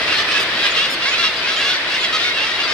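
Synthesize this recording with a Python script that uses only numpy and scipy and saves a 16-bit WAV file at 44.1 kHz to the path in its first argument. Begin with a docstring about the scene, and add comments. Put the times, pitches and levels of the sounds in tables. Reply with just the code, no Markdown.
"""A sea cliff with a kittiwake colony. Near birds throw nasal, partly hoarse notes and wavering wails across
each other: harmonics of a gliding pitch, filtered by throat and mouth and roughened by random modulation.
Thin squeaks sound among them, and upper harmonics of the calls ring out, each drawn as one wavering partial.
The rock returns the near calls as sparse decaying echoes. Behind them swell the far colony, a sum of random
calls, and a nearly steady surf of shaped noise."""
import sys
import numpy as np
from scipy import signal
from scipy.fft import rfft, irfft
from scipy.io import wavfile
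from scipy.ndimage import uniform_filter1d

SR = 44100
rng = np.random.default_rng(int(sys.argv[2]) if len(sys.argv) > 2 else 0)


def pcm_store(signal):
    """Save signal as 16-bit PCM."""
    levels = np.round(np.clip(np.atleast_2d(signal), -1, 1) * 32767)
    wavfile.write(sys.argv[1], SR, levels.astype(np.int16).T)


N = 120393  # length [samples]


def amp(db):
    """Level: decibels to amplitude gain."""
    return 10 ** (np.asarray(db) / 20)


def unit(x):
    """Normalization: scales to an rms of 1."""
    return x / np.sqrt(np.mean(x ** 2) + 1e-20)


def read(points, hz):
    """Interpolation of a spectrum along a logarithmic frequency axis."""
    f, value = np.transpose(points)
    return np.interp(np.log(hz + 1), np.log(f + 1), value)


def over_time(points):
    """Linear interpolation of a control curve at every sample."""
    return np.interp(np.arange(N) / SR, *np.transpose(points))


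def filtered(x, gain_db):
    """Zero-phase filtering: scales the spectrum by the level that gain_db(hz) returns."""
    size = x.shape[-1]
    return irfft(rfft(x) * amp(gain_db(np.fft.rfftfreq(size, 1 / SR))), size)


def add(mix, start_s, sound):
    """Superposition: adds a stereo sound to the mix at a time."""
    at = round(start_s * SR)
    part, sound = mix[:, max(at, 0):], sound[:, max(-at, 0):]
    size = min(part.shape[1], sound.shape[1])
    part[:, :size] += sound[:, :size]


def wobble(t, hz, size=256):
    """Random modulation: normal values at the given rate, joined by straight lines."""
    return np.interp(t * hz, np.arange(size), rng.standard_normal(size))


def sides(db):
    """Interaural level difference: left and right gains, positive to the left."""
    return amp(np.array([[.5], [-.5]]) * db)


ATTACK_S, RELEASE_S = 0.0047, 0.0098
JITTER, JITTER_HZ, RASP_HZ = 0.02, 130.3, 257.5  # pitch jitter as a share at full roughness; rates
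UNEVEN_DB = 1.5  # chance differences between the harmonics of a call
# Share of the roughness that a harmonic takes: (frequency [Hz], share)
RASP_SHARE = [(1500, .45), (4500, .45), (8000, 1.3), (12000, 2.2)]
# Phase by which the left microphone leads: (frequency [Hz], phase [rad])
MIC_PHASE = [(100, 5.1), (1000, 0.4), (1640, 0.78), (3100, 1.68), (4200, 1.32), (5700, 1.97), (9000, 2.1),
             (15000, 4.7)]


def voice(pitch, colour, rough, pan_db, direction, count=26, release_s=RELEASE_S):
    """Source-filter voice: jittered harmonics weighted by the throat; modulation sidebands make the rasp."""
    t = np.arange(len(pitch)) / SR
    rough = np.clip(rough, 0, 1)
    jittered = pitch * (1 + JITTER * rough * wobble(t, JITTER_HZ))
    fundamental = np.exp(2j * np.pi * np.cumsum(jittered) / SR)
    out, partial = np.zeros((2, len(t))), np.ones(len(t), complex)
    shake = 1 + rough * 0.45 * wobble(t, RASP_HZ)
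    for k in range(1, count + 1):
        partial = partial * fundamental  # the next power is the next harmonic
        hz = k * pitch.mean()
        rasp = min(rough * read(RASP_SHARE, hz), 1)
        smear = wobble(t, 2 * RASP_HZ) + 1j * wobble(t, 2 * RASP_HZ)
        own = amp(UNEVEN_DB * rng.standard_normal()) * np.exp(2j * np.pi * rng.random())
        audible = hz < SR / 2
        line = own * partial * amp(colour(k * pitch)) * audible * (1 - rasp + rasp * smear)
        right = line * np.exp(-1j * direction * read(MIC_PHASE, hz))
        out += [line.real, right.real]
    fade = np.clip(t / ATTACK_S, 0, 1) * np.clip((t[-1] - t) / release_s, 0, 1)
    return unit(out * shake) * fade * sides(pan_db)


MOUTH_WIDTH_HZ = 270  # half-width of the mouth resonance
GAPE, EDGE_DB = 0.035, -4  # nearly shut bill at a call's ends: share the resonance falls, level
SCOOP, SCOOP_S, DROOP, DROOP_S = .02, .007, .035, .008  # pitch slides into and drops out of a call [share]
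# Range of the near birds' directions, as multiples of the microphone phase: (lowest, highest)
NEAR_DIRECTIONS = (0.25, 1.2)
# Throat response of a near bird: (frequency [Hz], level [dB])
THROAT = [(500, -15.5), (1080, -8.5), (1300, 0), (1700, -0.5), (2200, -7.5), (2800, 0), (4000, -5),
          (5000, -4), (6100, -11), (6850, -21), (7600, -21.5), (10000, -32.5), (15000, -41)]


def near_call(pitch, db, mouth_hz, mouth_db, rough, pan_db):
    """Moving formant: the call swells as the bill opens; the mouth resonance follows gape and pitch."""
    t = np.arange(len(pitch)) / SR
    shut = (2 * t / t[-1] - 1) ** 2
    centre_hz = mouth_hz * pitch / pitch.mean() * (1 - GAPE * (shut - shut.mean()))

    def colour(hz):
        """Vocal-tract response: the throat level plus the mouth's resonance peak."""
        return read(THROAT, hz) + mouth_db / (1 + ((hz - centre_hz) / MOUTH_WIDTH_HZ) ** 2)
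    slide = 1 - SCOOP * np.exp(-t / SCOOP_S) - DROOP * np.exp((t - t[-1]) / DROOP_S)
    direction = rng.uniform(*NEAR_DIRECTIONS)
    return amp(db + EDGE_DB * shut) * voice(pitch * slide, colour, rough, pan_db, direction)


# Nasal notes: (start [s], length [s], first pitch [Hz], middle pitch [Hz], last pitch [Hz], level [dB],
# mouth resonance [Hz], its height [dB], roughness [0-1], left-right level [dB])
NOTES = [(0.075, 0.073, 545.6, 552, 552, -22.5, 2730, 10, 0.7, -5),
         (0.126, 0.069, 600, 614, 621, -25.5, 4290, 9.5, 0.13, 1),
         (0.114, 0.04, 633, 632, 630, -25, 2540, 8, 0.65, -1),
         (0.176, 0.06, 568.5, 599, 617, -22.5, 3000, 5, 0.42, -4),
         (0.277, 0.049, 611, 640, 670, -22.5, 2600, 15, 0.37, -4),
         (0.309, 0.036, 592, 607, 633, -20, 3040, 5, 0.25, -5),
         (0.335, 0.058, 558, 561, 541, -21, 1680, 7, 0.43, -3),
         (0.342, 0.076, 528, 536, 520, -25.5, 3750, 10, 0.8, -2),
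         (0.344, 0.069, 654, 651, 648, -22.5, 2630, 17, 0.6, -5),
         (0.626, 0.045, 822, 817, 810, -22, 1635, 8, 0, -4),
         (0.627, 0.028, 663, 651, 640, -25, 3330, 15, 0, -7),
         (0.649, 0.027, 562, 599, 624, -20.5, 3000, 6, 0.54, -8),
         (0.757, 0.045, 677, 633, 660, -20, 3180, 7, 0.15, -2),
         (0.81, 0.05, 670, 687, 666, -24, 3350, 27, 0.42, 1),
         (0.815, 0.055, 633, 596, 523, -27.0, 1790, 13, 0.2, 3),
         (1.018, 0.039, 688, 698, 706, -20.0, 2840, 9, 0.3, -2),
         (1.052, 0.055, 498.7, 555.6, 570, -17, 2150, 12.5, 0.37, -2.5),
         (1.11, 0.053, 520, 505, 533, -19.5, 2670, 20, 0.87, -5),
         (1.176, 0.062, 675, 685, 673, -21, 3970, 9, 0.07, -1),
         (1.227, 0.06, 626.5, 651, 640, -20.5, 3780, 10.5, 0.44, 0),
         (1.231, 0.043, 562, 564, 550, -18.5, 3340, 10, 0.57, -2),
         (1.424, 0.054, 475, 502.5, 520, -23, 2500, 11, 0.2, 0),
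         (1.466, 0.051, 526.5, 544, 560, -21, 2160, 8, 0.37, -1),
         (1.51, 0.05, 641, 664, 650, -24, 3950, 7, 0.37, -1),
         (1.56, 0.032, 613, 637, 667, -21, 3160, 15, 0, -3),
         (1.656, 0.08, 667, 685, 662, -23, 3420, 19, 0.19, -2),
         (1.679, 0.057, 725, 740, 766, -22, 3690, 8, 0.01, -2),
         (1.727, 0.048, 755, 763, 763, -24, 4640, 4, 0.35, 1.5),
         (1.897, 0.083, 538, 547.5, 570, -23.5, 2800, 10, 0.7, -1),
         (2.028, 0.037, 567, 558, 535, -19.5, 3330, 9, 0.38, -6),
         (2.124, 0.056, 637.5, 640, 630, -18.5, 3740, 11.5, 0.2, -2),
         (2.155, 0.033, 615, 630, 654, -32, 4430, 9, 0.8, -4),
         (2.2, 0.11, 680.6, 726, 724, -24.5, 3550, 9, 0.01, 5),
         (2.238, 0.099, 553, 549, 529, -23, 2200, 22, 0.65, -5),
         (2.328, 0.071, 644, 648, 620, -31, 3850, 29, 0, 4),
         (2.418, 0.11, 645, 645.5, 628, -26.5, 1930, 5, 0.5, 5),
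         (2.589, 0.044, 556, 568, 564, -20.0, 2790, 11, 0.22, -3),
         (2.615, 0.051, 694, 692, 665, -24, 3440, 8, 0.1, 0),
         (2.672, 0.084, 612, 608, 620, -23.5, 4850, 5, 0.25, 0)]


def notes():
    """Frequency modulation: short nasal notes whose pitch bends in one parabolic arc."""
    out = np.zeros((2, N))
    for start, length, first, middle, last, *rest in NOTES:
        u = np.linspace(0, 1, int(length * SR))
        arc = np.polyfit([0, .5, 1], [first, middle, last], 2)
        add(out, start, near_call(np.polyval(arc, u), *rest))
    return out


WAIL_LEAD_S, WAIL_S = .05, .135  # time before the dip, whole length
DIP, DIP_S, WAIL_SAG, SAG_S = .057, .018, .02, .075  # depths are shares of the top pitch
# Wails: (time of the pitch dip [s], top pitch [Hz], level [dB], mouth resonance [Hz], its height [dB],
# roughness [0-1], left-right level [dB])
WAILS = [(.795, 570, -22, 2780, 8, 0.42, -5.5), (1.225, 560.6, -25, 2760, 10.5, 0.31, -6),
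         (1.635, 564.6, -22, 2700, 5.5, 0.11, -4), (2.386, 556, -23, 2750, 10.5, 0.26, -4)]


def wails():
    """Frequency modulation: longer calls that dip in pitch, recover and sag away."""
    out = np.zeros((2, N))
    for dip_at, top_hz, *rest in WAILS:
        t = np.arange(0, WAIL_S, 1 / SR) - WAIL_LEAD_S
        dip = DIP * np.exp(-(t / DIP_S) ** 2)
        sag = WAIL_SAG * (t / SAG_S) ** 4
        add(out, dip_at - WAIL_LEAD_S, near_call(top_hz * (1 - dip - sag), *rest))
    return out


SQUEAK_TOP_AT, SQUEAK_FALL = .24, .27  # shares of the length and of the pitch
SQUEAK_HISS_DB = -11  # relative to the tone
# Squeaks: (start [s], length [s], top pitch [Hz], level [dB])
SQUEAKS = [(.395, .052, 1640, -29.5), (.897, .06, 1775, -29), (1.355, .06, 1680, -45)]
# Throat response of a squeak: (frequency [Hz], level [dB])
SQUEAK_THROAT = [(1700, -14), (3400, -4), (5000, 0), (6800, -11), (8400, -13), (11000, -20), (13000, -20),
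                 (16000, -25)]


def squeaks():
    """Tone plus turbulence: high harmonics arch and fall, with a little hiss strongest early on."""
    def colour(hz):
        """Vocal-tract response of the squeak."""
        return read(SQUEAK_THROAT, hz)
    out = np.zeros((2, N))
    for start, length, top_hz, db in SQUEAKS:
        u = np.linspace(0, 1, int(length * SR))
        pitch = top_hz * (1 - SQUEAK_FALL * (u - SQUEAK_TOP_AT) ** 2)
        call = voice(pitch, colour, rough=.05, pan_db=0, direction=.45, count=9, release_s=.01)
        # the hiss takes half the throat's decibels
        hiss = filtered(rng.standard_normal((2, len(u))), lambda hz: colour(hz) / 2)
        hiss = unit(hiss * np.sin(np.pi * np.sqrt(u)))
        add(out, start, amp(db) * (call + amp(SQUEAK_HISS_DB) * hiss))
    return out


WAVER, WAVER_HZ = 0.0062, 89  # share of the frequency, rate
# Ringing upper harmonics: (start [s], length [s], frequency [Hz], glide [share of it], level [dB])
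RINGING_HARMONICS = [(0.282, .055, 8500, -0.016, -49.5), (0.704, 0.027, 6800, -0.00055, -41.5),
                     (0.928, 0.051, 4350, 0.0093, -40), (1.084, 0.059, 6770, .005, -45.5),
                     (1.36, 0.057, 4800, 0.011, -37), (2.635, 0.039, 4690, -.035, -32.5),
                     (1.558, 0.048, 6900, 0.011, -44), (2.003, 0.057, 6800, 0.027, -46.5),
                     (2.34, .05, 8400, -0.021, -56)]


def ringing_harmonics():
    """Harmonic resonance: upper harmonics of the calls ring out briefly, each drawn as one wavering partial."""
    out = np.zeros((2, N))
    for start, length, hz, glide, db in RINGING_HARMONICS:
        t = np.arange(0, length, 1 / SR)
        waver = WAVER * wobble(t, WAVER_HZ)
        track_hz = hz * (1 + glide * (t / length - .5) + waver)
        tone = voice(track_hz, np.zeros_like, rough=0.096, pan_db=14, direction=0.18, count=1)
        add(out, start, amp(db) * tone)
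    return out


CLIFF_T60, CLIFF_DB, CLIFF_GAP_S = .2, -9, .006  # near-call decay time [s], return level, first delay


def cliff(x, t60):
    """Diffuse reflection: sparse decaying returns from the rock face, different at each microphone."""
    t = np.arange(SR // 2) / SR
    sparse = rng.random((2, len(t))) < .05
    taps = rng.standard_normal((2, len(t))) * sparse * amp(-60 * t / t60) * (t > CLIFF_GAP_S)
    taps /= np.linalg.norm(taps, axis=1, keepdims=True)
    return signal.fftconvolve(x, taps, axes=1)[:, :N]


COLONY_DB, SPLIT_HZ = -22.5, 2400  # chorus gain; where body and top part
BODY_SHARE, SWELL_SHARE = 0.86, 0.92  # shares of the level curves, about their means, that are applied
THROAT_SPREAD = .09  # the far birds' resonances differ by up to this share either way
COLONY_SPREAD = 0.75  # directions spread about 1 by this multiple of the microphone phase
# Throat response of the far birds: (frequency [Hz], level [dB])
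COLONY_COLOUR = [(500, -22.5), (900, -8), (1250, -13.5), (1750, 5.5), (2200, 0), (2700, 2), (3700, 1.5),
                 (4900, -8), (6300, -19), (8000, -24), (11000, -29), (15500, -38)]
# Relative chorus level below the split: (time [s], level [dB])
COLONY_BODY = [(0, -20), (.38, -25.5), (.48, -21), (.68, -21.5), (1, -29.5), (1.09, -24.5), (1.25, -21),
               (1.34, -31.5), (1.5, -25.5), (1.76, -22), (1.82, -22.5), (2.2, -23.5), (2.73, -22.5)]
# Relative chorus level above the split: (time [s], level [dB])
COLONY_SWELL = [(0.0, -27.5), (0.2, -20), (0.24, -31), (0.36, -20.5), (0.49, -29.5), (0.67, -17.5),
                (0.72, -25.5), (0.78, -18.5), (0.99, -33.5), (1.04, -24.5), (1.28, -21.5), (1.31, -28.5),
                (1.7, -20.5), (1.8, -28.5), (2.05, -21.5), (2.08, -26.5), (2.17, -22), (2.73, -29)]


def colony(low_hz=460, high_hz=720, spread_db=3, t60=0.23, direct=0.89):
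    """Incoherent sum: far birds call at random, blurred by the rock; body and top swell and thin apart."""
    out, count = np.zeros((2, N)), 110
    arch, rough = .55, .16
    for place, size, high, top, loud, side, throat in rng.random((count, 7)):
        u = np.linspace(0, 1, int((0.06073 + .12 * size) * SR))
        pitch = (low_hz + (high_hz - low_hz) * high) * (1 - arch * (u - top) ** 2 / 2)
        stretch = 1 + THROAT_SPREAD * (2 * throat - 1)
        direction = 1 + COLONY_SPREAD * (2 * side - 1)
        call = voice(pitch, lambda hz: read(COLONY_COLOUR, hz * stretch), rough, 0, direction, count=24)
        add(out, place * (N / SR + .1) - .1, amp(spread_db * 2 * loud) * call)
    crowd = direct * out + cliff(out, t60)
    # even out the chance swells before the level curves are applied
    crowd = crowd / np.sqrt(uniform_filter1d((crowd ** 2).mean(0), size=6000) + 1e-9)
    lowpass = 1 / (1 + (np.fft.rfftfreq(N, 1 / SR) / SPLIT_HZ) ** 10)
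    body = irfft(rfft(crowd) * lowpass, N)
    body_db, top_db = over_time(COLONY_BODY), over_time(COLONY_SWELL)
    body_gain = amp(BODY_SHARE * (body_db - body_db.mean()))
    top_gain = amp(SWELL_SHARE * (top_db - top_db.mean()))
    return amp(COLONY_DB) * (body * body_gain + (crowd - body) * top_gain)


SURF_DB = 7  # added to the level curve
# Relative spectral density of the surf: (frequency [Hz], level [dB])
SURF = [(25, -19), (60, -16), (130, -12), (210, -11.5), (330, -6), (470, -5), (550, -6), (640, -2.5),
        (780, -9), (1200, -4.5), (1800, -2.5), (3500, -4), (5000, -10), (6500, -27), (11000, -35),
        (15500, -50)]
# Relative level of the surf: (time [s], level [dB])
SURF_LEVEL = [(0.0, -27), (0.03, -28), (1.58, -31), (2.44, -31), (2.73, -30)]
# Left-right coherence of the surf: (frequency [Hz], coherence)
SURF_LIKENESS = [(60, 1), (290, 0.96), (640, 0.99), (1400, 0.79), (3100, 0), (15000, 0)]


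def surf():
    """Partly coherent noise: a nearly steady filtered wash, alike at both microphones in the bass."""
    hz = np.fft.rfftfreq(N, 1 / SR)
    left, other = rfft(rng.standard_normal((2, N)))
    same = np.clip(read(SURF_LIKENESS, hz), -1, 1)
    right = same * left + np.sqrt(1 - same ** 2) * other
    wash = irfft(np.array([left, right]) * amp(read(SURF, hz)), N)
    return amp(SURF_DB + over_time(SURF_LEVEL)) * unit(wash)


def scene():
    """Superposition: near birds and their echo over the far colony and the surf."""
    near, thin = notes() + wails(), squeaks() + ringing_harmonics()
    echo = cliff(amp(CLIFF_DB) * near, CLIFF_T60)
    return near + thin + echo + surf() + colony()


CUTOFF_HZ = 15650
# Level difference of the microphones: (frequency [Hz], left-right level [dB])
MIC_BALANCE = [(100, 0), (1200, 1.5), (2000, -1), (3300, 1), (4800, 6), (6000, 4), (9000, 3.5),
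               (15000, 0.5)]


def record(dry):
    """Linear filtering: the left microphone is brighter; a steep band limit follows."""
    balance = sides(read(MIC_BALANCE, np.fft.rfftfreq(N, 1 / SR)))
    coloured = irfft(rfft(dry) * balance, N)
    lowpass = signal.firwin(511, CUTOFF_HZ, window=("kaiser", 9), fs=SR)
    return signal.oaconvolve(coloured, lowpass[None], "same")


dry = scene()
out = record(dry)
pcm_store(out)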